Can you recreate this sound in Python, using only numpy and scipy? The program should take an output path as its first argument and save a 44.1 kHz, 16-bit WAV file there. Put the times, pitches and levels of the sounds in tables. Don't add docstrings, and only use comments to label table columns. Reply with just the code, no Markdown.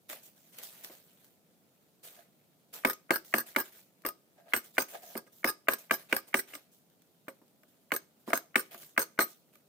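import sys
import numpy as np
from scipy import signal
from scipy.fft import rfft, irfft, next_fast_len
from scipy.io import wavfile

SR = 44100
rng = np.random.default_rng(int(sys.argv[2]) if len(sys.argv) > 2 else 0)


def dump(signal):
    limited = np.clip(np.atleast_2d(signal).T, -1, 1)
    pcm = np.round(limited * 32767).astype(np.int16)
    wavfile.write(sys.argv[1], SR, pcm)


N = 426888
CUTOFF_HZ = 15900
LENGTH = SR // 3
AGE = np.arange(LENGTH) / SR

# t/s, knock/dB, brightness/(dB per octave), thud/dB, rattle/dB, rattle hold/s
BLOWS = [(0.898, -70, 29, -57.5, -69, 0.022), (2.8483, -27, -4, -33, -39.5, 0.059),
         (3.1057, -27.5, -3.5, -31.5, -39, 0.059), (3.3387, -27.5, 2.5, -35, -39, 0.063),
         (3.561, -29.5, 4.5, -35, -39, 0.05), (4.0495, -41.5, -7, -42, -46, 0.039),
         (4.5346, -28, 3.5, -42, -39.5, 0.04), (4.7805, -27.5, 4, -39, -39.5, 0.038),
         (5.1524, -54, 10, -41.5, -51, 0.029), (5.266, -78, 30, -66, -72, 0.0091),
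         (5.4428, -31, 1, -34.5, -36.5, .055), (5.6835, -27, 0.5, -38, -42, 0.056),
         (5.9093, -27.5, 2.5, -38, -40, 0.034), (6.1254, -29, 8.5, -35.5, -46, 0.054),
         (6.3416, -28, 7, -35, -39.5, 0.052), (6.535, -53.5, 21, -63, -55, 0.017),
         (7.281, -48.5, -8, -50, -61.5, 0.0055), (7.416, -81, 2, -65.5, -91, 0.016),
         (7.918, -32.5, 3.5, -39.5, -44, 0.037), (8.2775, -72.5, 3, -42, -54.5, 0.026),
         (8.3311, -28.5, -10.5, -38.5, -42, 0.033), (8.5559, -26.5, 7, -35, -40.5, 0.045),
         (8.9762, -28, -0.5, -37.5, -39.5, 0.049), (9.1891, -29, -3.5, -34.5, -33.5, 0.038)]
# t/s, level/dB
CLINKS = [(2.8983, -41), (2.932, -49.5), (3.1582, -42.5), (3.383, -38), (4.0627, -40), (4.088, -44),
          (4.564, -42.5), (5.176, -46), (5.735, -38.5), (6.1651, -37), (6.394, -49), (7.938, -44.5),
          (7.9629, -39.5), (8.375, -42.5), (8.993, -38), (9.0181, -42)]
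# f/Hz, level/dB, t60/s, left over right/dB
BENCH_MODES = [(150.1, -20, 0.17, -4), (219, -8, .11, -1), (261.3, -3, 0.083, -4.5), (316, 2.5, 0.084, 0.5),
               (381.7, -5, 0.15, 0), (405, -2.5, 0.066, -6.5), (526, 4.5, 0.059, -10.5),
               (547, 0, 0.14, -4.5), (635.5, -3.5, 0.055, 0.5), (780, -10.5, 0.017, 0.5)]
# f/Hz, level/dB, t60/s, left over right/dB
STEEL_MODES = [(1243, -8, .08, -1), (1650, -3, .04, 3), (5160, -20, .018, -3), (6405, -18, .05, 0),
               (8315, -2, .035, -3), (8698, -15, .03, -7), (9898, -23, .05, -3), (10665, -20, .04, -4)]
SHRILL_MODES = [(13435, 0, .05, 2), (13520, -6, .018, 0), (13095, -14, .025, 0), (15330, -14, .018, -2)]
# f/Hz, level/dB
CRACK_EQ = [(20, -12), (100, -19.5), (300, 4), (900, 7), (2500, 8), (3500, 0), (6000, -8), (8500, -5),
            (12000, -10.5), (14000, -1), (15500, -1), (16500, -2.5)]
RATTLE_EQ = [(100, -22), (230, 7.5), (600, 8), (850, 1.5), (1600, 9.5), (2500, -1), (3400, -6.5), (5300, 1),
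             (7300, -14), (8600, 5), (12000, -10.5), (13500, 5), (15400, -2.5), (16200, -24.5)]
HISS_EQ = [(1200, -24), (3000, -3), (4500, -4.5), (7000, -3.5), (10500, -4), (12000, -1), (13600, 2),
           (15300, 4), (16000, -20.5)]


def blows(tick_lead_s=0.0125, tick_db=-28, crack_db=-6):
    out = np.zeros((2, N))
    for s, knock_db, bright_db, thud_db, rattle_db, hold_s in BLOWS:
        add(out, s, amp(knock_db) * knock(bright_db))
        add(out, s - tick_lead_s, amp(knock_db + tick_db) * knock(bright_db))
        add(out, s, amp(knock_db + crack_db) * fibre_crack())
        add(out, s, amp(thud_db) * bench_thud())
        add(out, s, amp(rattle_db) * clamp_rattle(s, hold_s, rattle_db))
    return out


def knock(bright_db, rebound=0.99, rebound_s=0.001867, contact_s=0.00056):
    # f/Hz, level/dB, t60/s, left over right/dB
    handle_modes = [(657.5, -11.5, 0.035, 1), (1175, -6.5, 0.036, 0.5), (1504, -3, 0.024, 7.5),
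                    (1684, -0.5, 0.013, 1), (2121, 2.5, 0.013, -3), (2354, -6.5, 0.016, 0.5),
                    (2880, -14.5, 0.02, 0), (3770, -34, 0.0017, -8)]
    first = struck(handle_modes, detune=0.054, scatter_db=0, phase_spread=0.95, tilt_db=bright_db)
    again = struck(handle_modes, detune=0.025, scatter_db=2.5, phase_spread=0.32, tilt_db=bright_db)
    attack = 1 - np.exp(-AGE / contact_s)
    lag = int(rebound_s * rng.uniform(0.8, 1.211) * SR)
    return burst_one(first * attack + rebound * delayed(again * attack, lag))


def fibre_crack(bite_s=0.0017, decay_s=0.0035):
    attack = 1 - np.exp(-(AGE / bite_s) ** 2)
    return burst_one(colour(noise_burst(decay_s) * attack, CRACK_EQ))


def bench_thud(thump_db=-4.5, thump_s=0.014, give_s=0.0016):
    # f/Hz, level/dB
    thump_eq = [(20, -24), (100, -17.5), (180, -3.5), (230, 7), (320, 5), (600, -1), (1000, 4.5),
                (2500, -28)]
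    attack = 1 - np.exp(-AGE / give_s)
    body = struck(BENCH_MODES, detune=0.018, scatter_db=1.5, phase_spread=0.13) * attack
    thump = colour(pan(-2.5) * rng.standard_normal(LENGTH) * np.exp(-AGE / thump_s), thump_eq)
    return burst_one(burst_one(body) + amp(thump_db) * burst_one(thump))


def clamp_rattle(start_s, hold_s, rattle_db, rough_db=2.5, ring_db=-1, wake_db=-38.5, bloom_s=0.035):
    buzz = chatter(start_s, hold_s)
    rough = pan(-1.2) * burst_one(uneven_colour(colour(buzz, RATTLE_EQ)))
    ringing = steel(buzz, STEEL_MODES)
    bloom = 1 - np.exp(-(AGE / bloom_s) ** 2)
    shrill = steel(buzz * bloom, SHRILL_MODES)
    shrill_db = 0.5 + 0.39 * min(rattle_db - wake_db, 0)
    return amp(rough_db) * rough + amp(ring_db) * ringing + amp(shrill_db) * shrill


def chatter(start_s, hold_s, build_s=0.019, settle_s=0.0097, airborne_db=-5.5):
    shake = np.interp(AGE, [0, build_s], [0.52, 1]) * np.exp(-np.maximum(AGE - hold_s, 0) / settle_s)
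    landing_s, landing_db = np.transpose(CLINKS)[:, :, None]
    flight_s = 0.012 * amp(landing_db + 39)
    to_landing = landing_s - start_s - AGE
    airborne = ((to_landing > 0) & (to_landing < flight_s)).any(axis=0)
    buzz = grains(LENGTH, per_s=540, spread_db=1, decay_s=0.002)
    return shake * amp(airborne_db * airborne) * speckle(buzz, spread_db=3.5, per_s=80, bands=22)


def steel(drive, modes, scatter_db=12.5):
    shares = amp(scatter_db * rng.standard_normal(len(modes)))
    return burst_one(sum(share * amp(db) * pan(side_db) * rms_one(ring(drive, hz, t60))
                         for share, (hz, db, t60, side_db) in zip(shares, modes)))


def uneven_colour(x, depth=0.65, delay_s=0.0007):
    for stretch in (1, np.e):
        lag = int(rng.uniform(0.5, 1.5) * stretch * delay_s * SR)
        x = x + depth * delayed(x, lag)
    return x


def clinks(click_db=-3, ring_db=-7.5, shrill_db=-1):
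    out = np.zeros((2, N))
    for s, db in CLINKS:
        click = noise_burst(decay_s=0.0024)
        ringing = amp(ring_db) * steel(click, STEEL_MODES) + amp(shrill_db) * steel(click, SHRILL_MODES)
        add(out, s, amp(db) * (amp(click_db) * burst_one(colour(click, RATTLE_EQ)) + ringing))
    return out


def paring(hiss_db=-2, smoothness=1.2):
    # f/Hz, level/dB
    rasp_eq = [(40, -33.5), (120, -15), (300, -7.5), (650, 1.5), (1000, -6), (1600, -1), (2600, -0.5),
               (4500, -6), (9000, -22)]
    hiss_gain, rasp_gain = blade_pressure()
    fibres = rms_one(grains(N, per_s=440, spread_db=2, decay_s=0.0013))
    scrape = speckle(fibres + smoothness * stereo_noise(N), spread_db=3, per_s=45, bands=26)
    hiss = amp(hiss_db) * hiss_gain * pan(-1.5) * rms_one(colour(scrape, HISS_EQ))
    rasp = rasp_gain * rms_one(colour(scrape, rasp_eq))
    return hiss + rasp


def blade_pressure(attack_s=0.016, release_s=0.043, slide_db=-18, slide_rasp_db=-5.5):
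    # t/s, level/dB, hold/s, rasp offset/dB
    pushes = [(0.082, -42, 0.018, -5), (0.217, -54.5, .03, -13), (0.35, -62.5, .14, -11),
              (0.513, -55.5, .28, -6), (0.57, -52, .01, -0.5), (0.616, -43.5, .02, -17),
              (0.822, -45, .005, -8), (0.902, -52.5, .025, -8.5), (0.957, -65.5, .24, -6.5),
              (1.224, -61.5, .015, -8), (2.022, -48.5, 0.037, -8.5), (2.096, -58.5, .09, -4.5),
              (2.723, -43, .01, -4.5), (3.236, -54.5, .07, -15.5), (3.45, -50, .03, -7),
              (3.633, -52.5, .01, -4.5), (3.709, -56, .07, -8), (4.476, -60, .04, -3),
              (4.629, -51.5, .005, -10), (4.728, -54, .02, -14), (4.873, -49, .06, -7),
              (5.01, -52, 0.12, -12), (5.312, -60, .08, -19.5), (5.772, -49, .005, -8.5),
              (5.975, -55.5, .02, -4.5), (6.082, -54, .03, 2), (6.261, -56.5, .005, -5),
              (6.463, -56, .08, -2), (6.706, -61.5, .02, -22), (7.668, -65.5, .005, -18),
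              (8.182, -70.5, .02, -9), (8.256, -57, .04, -1), (8.7, -52, .03, -2),
              (8.762, -52.5, 0.0048, -25), (8.801, -49, .01, -10), (8.853, -59, 0.023, -16),
              (9.263, -52.5, .025, -18), (9.52, -63.5, .012, -5)]
    slides = [(s, knock_db + slide_db, 0, slide_rasp_db) for s, knock_db, *_ in BLOWS]
    power = amp([[-75], [-78]]) ** 2 * np.ones(N)
    age = np.arange(SR) / SR
    attack = np.minimum(age / attack_s, 1) ** 2
    for s, db, hold_s, rasp_db in [*pushes, *slides]:
        release = np.exp(-np.maximum(age - attack_s - hold_s, 0) / release_s)
        add(power, s, (amp([[db], [db + rasp_db]]) * attack * release) ** 2)
    return np.sqrt(power)


def splinters(snap_s=0.003, crack_s=0.0015, crack_db=-8.5, body_db=-4.5):
    # t/s, snap/dB, woody knock/dB
    breaks = [(.099, -51.5, -58), (.129, -53, -56.5), (.586, -52, -72), (.6345, -55.5, -74),
              (.846, -50.5, -67), (1.245, -68.5, -94), (2.738, -62, -76), (3.2486, -64.5, -79),
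              (3.785, -76, -78.5), (4.02, -72.5, -87), (4.948, -61.5, -73), (6.552, -51, -54.5),
              (6.9, -78.5, -91), (7.02, -73, -89.5), (7.288, -67, -58), (7.48, -78, -90.5),
              (7.633, -75, -70.5), (8.303, -66, -51), (8.745, -58, -56.5), (8.7785, -64, -86),
              (8.83, -65, -65), (9.555, -70.5, -71)]
    out = np.zeros((2, N))
    attack = 1 - np.exp(-AGE / snap_s)
    for s, snap_db, woody_db in breaks:
        snap = colour(noise_burst(snap_s), HISS_EQ)
        crack = colour(noise_burst(crack_s), CRACK_EQ)
        body = struck(BENCH_MODES, detune=0.035, scatter_db=5, phase_spread=0.2) * attack
        add(out, s, amp(snap_db) * (burst_one(snap) + amp(crack_db) * burst_one(crack)))
        add(out, s, amp(woody_db) * (knock(bright_db=0) + amp(body_db) * burst_one(body)))
    return out


def groans():
    # peak t/s, level/dB, rise and fall time/s
    rubs = [(.13, -64, 0.014), (2.126, -85, 0.017), (2.189, -60, .015), (4.397, -62, 0.016),
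            (4.484, -59, 0.02), (4.898, -68, 0.013), (4.953, -45.5, 0.012), (5.037, -55.5, 0.033),
            (5.109, -57, 0.075), (8.304, -47, 0.0026), (8.747, -57.5, 0.023)]
    # f/Hz, level/dB, t60/s
    wall_modes = [(615, -6, .03), (680, 0, .065), (1220, -14, .025), (1580, -10, .02)]
    out = np.zeros((2, N))
    for s, db, fade_s in rubs:
        swell = np.exp(-np.abs(AGE - AGE.mean()) / fade_s)
        slips = swell * grains(LENGTH, per_s=700, spread_db=2, decay_s=0.0012)
        jerks = np.gradient(slips, axis=-1)
        hum = sum(amp(mode_db) * rms_one(ring(jerks, hz, t60)) for hz, mode_db, t60 in wall_modes)
        add(out, s - AGE.mean(), amp(db) * burst_one(hum))
    return out


def reflections(x, early_db=-17.5, early_t60=0.1, tail_db=-20, tail_t60=0.28, build_s=0.003):
    # f/Hz, level/dB
    room_eq = [(100, -5.5), (400, 3), (2000, -5), (6000, 5.5), (15000, -17.5)]
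    build = 1 - np.exp(-(AGE / build_s) ** 2)
    response = 0
    for db, t60 in ((early_db, early_t60), (tail_db, tail_t60)):
        echoes = colour(stereo_noise(LENGTH), room_eq) * build * np.exp(-np.log(1000) * AGE / t60)
        response = response + amp(db) * rms_one(echoes) / np.sqrt(LENGTH)
    return signal.oaconvolve(x, response, axes=-1)[:, :N]


def room_air(level_db=-69):
    # f/Hz, level/dB
    air_eq = [(18, -77), (30, -56.5), (70, -24.5), (165, -3.5), (280, -9), (600, -14), (649, -14),
              (801, -19.5), (1160, -26), (1350, -23.5), (1860, -38.5), (3490, -29), (12300, -30),
              (14800, -24.5), (16000, -38)]
    return amp(level_db) * rms_one(colour(stereo_noise(N), air_eq))


def struck(modes, detune, scatter_db, phase_spread, tilt_db=0):
    out = 0
    pivot_hz = modes[3][0]
    for k, (hz, db, t60, side_db) in enumerate(modes):
        pitch, strength, skew = rng.standard_normal(3)
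        phase = 2 * np.pi * hz * (1 + detune * pitch) * AGE + phase_spread * skew * np.array([[1], [-1]])
        level_db = db + scatter_db * strength + tilt_db * np.clip(np.log2(hz / pivot_hz), -1, 1)
        decay = np.exp(-np.log(1000) * AGE / t60)
        out = out + (-1) ** k * pan(side_db) * amp(level_db) * np.sin(phase) * decay
    return out


def ring(drive, hz, t60):
    radius, angle = amp(-60 / (t60 * SR)), 2 * np.pi * hz / SR
    return signal.lfilter([0, np.sin(angle)], [1, -2 * radius * np.cos(angle), radius ** 2], drive + 1e-18)


def grains(size, per_s, spread_db, decay_s):
    clicks = (rng.random(size) < per_s / SR) * amp(spread_db * np.clip(rng.standard_normal(size), -2, 2))
    power = signal.lfilter([1], [1, -np.exp(-2 / (decay_s * SR))], clicks ** 2 + 1e-18)
    return np.sqrt(power) * stereo_noise(size)


def speckle(x, spread_db, per_s, bands):
    size = x.shape[-1]
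    padded = next_fast_len(size, True)
    band_position = np.sqrt(np.fft.rfftfreq(padded, 1 / SR) / CUTOFF_HZ).clip(0, 1) * (bands - 1)
    step_position = np.arange(size) / SR * per_s
    spectrum, out = rfft(x, padded), 0
    for k, steps in enumerate(rng.standard_normal((bands, 2000)).clip(-2, 2)):
        band = irfft(spectrum * np.maximum(1 - np.abs(band_position - k), 0), padded)[:, :size]
        out = out + band * amp(spread_db * np.interp(step_position, np.arange(len(steps)), steps))
    return out


def noise_burst(decay_s):
    return stereo_noise(LENGTH) * np.exp(-AGE / decay_s)


def stereo_noise(size):
    # f/Hz, correlation
    likeness = [(100, 0.6), (600, 0.73), (1500, 0), (3000, 0), (5000, 0), (9000, 0.2), (15000, 0)]
    padded = next_fast_len(size, True)
    mid, side = rfft(rng.standard_normal((2, padded)))
    alike = np.clip(at_hz(likeness, np.fft.rfftfreq(padded, 1 / SR)), -0.99, 0.99)
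    spectrum = np.sqrt(1 + alike) * mid + np.sqrt(1 - alike) * side * [[1], [-1]]
    return rms_one(irfft(spectrum, padded)[:, :size])


def colour(x, eq, size=2048):
    cepstrum = irfft(np.log(amp(at_hz(eq, np.fft.rfftfreq(size, 1 / SR)))))
    cepstrum[1:size // 2] *= 2
    cepstrum[size // 2 + 1:] = 0
    response = irfft(np.exp(rfft(cepstrum)))
    return signal.oaconvolve(x, response[None], axes=-1)[:, :x.shape[-1]]


def at_hz(points, hz):
    f, value = np.transpose(points)
    return np.interp(np.log(hz + 0.0008), np.log(f), value)


def amp(db):
    return 10 ** (np.asarray(db) / 20)


def rms_one(x):
    return x / np.sqrt(np.mean(x ** 2) + 1e-20)


def burst_one(x):
    return rms_one(x) * np.sqrt(SR / 20 / x.shape[-1])


def pan(db):
    return rms_one(amp([[db / 2], [-db / 2]]))


def delayed(x, lag):
    return np.pad(x, ((0, 0), (lag, 0)))[:, :LENGTH]


def add(out, s, x):
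    i = max(round(s * SR), 0)
    out[:, i:i + x.shape[-1]] += x[..., :N - i]


def scene():
    work = blows() + clinks() + groans() + paring() + splinters()
    return work + reflections(work) + room_air()


def record(dry):
    ceiling = 0.75
    lowpass = signal.ellip(10, 0.2, 80, CUTOFF_HZ, fs=SR, output="sos")
    return signal.sosfilt(lowpass, ceiling * np.tanh(dry / ceiling))


dry = scene()
out = record(dry)
dump(out)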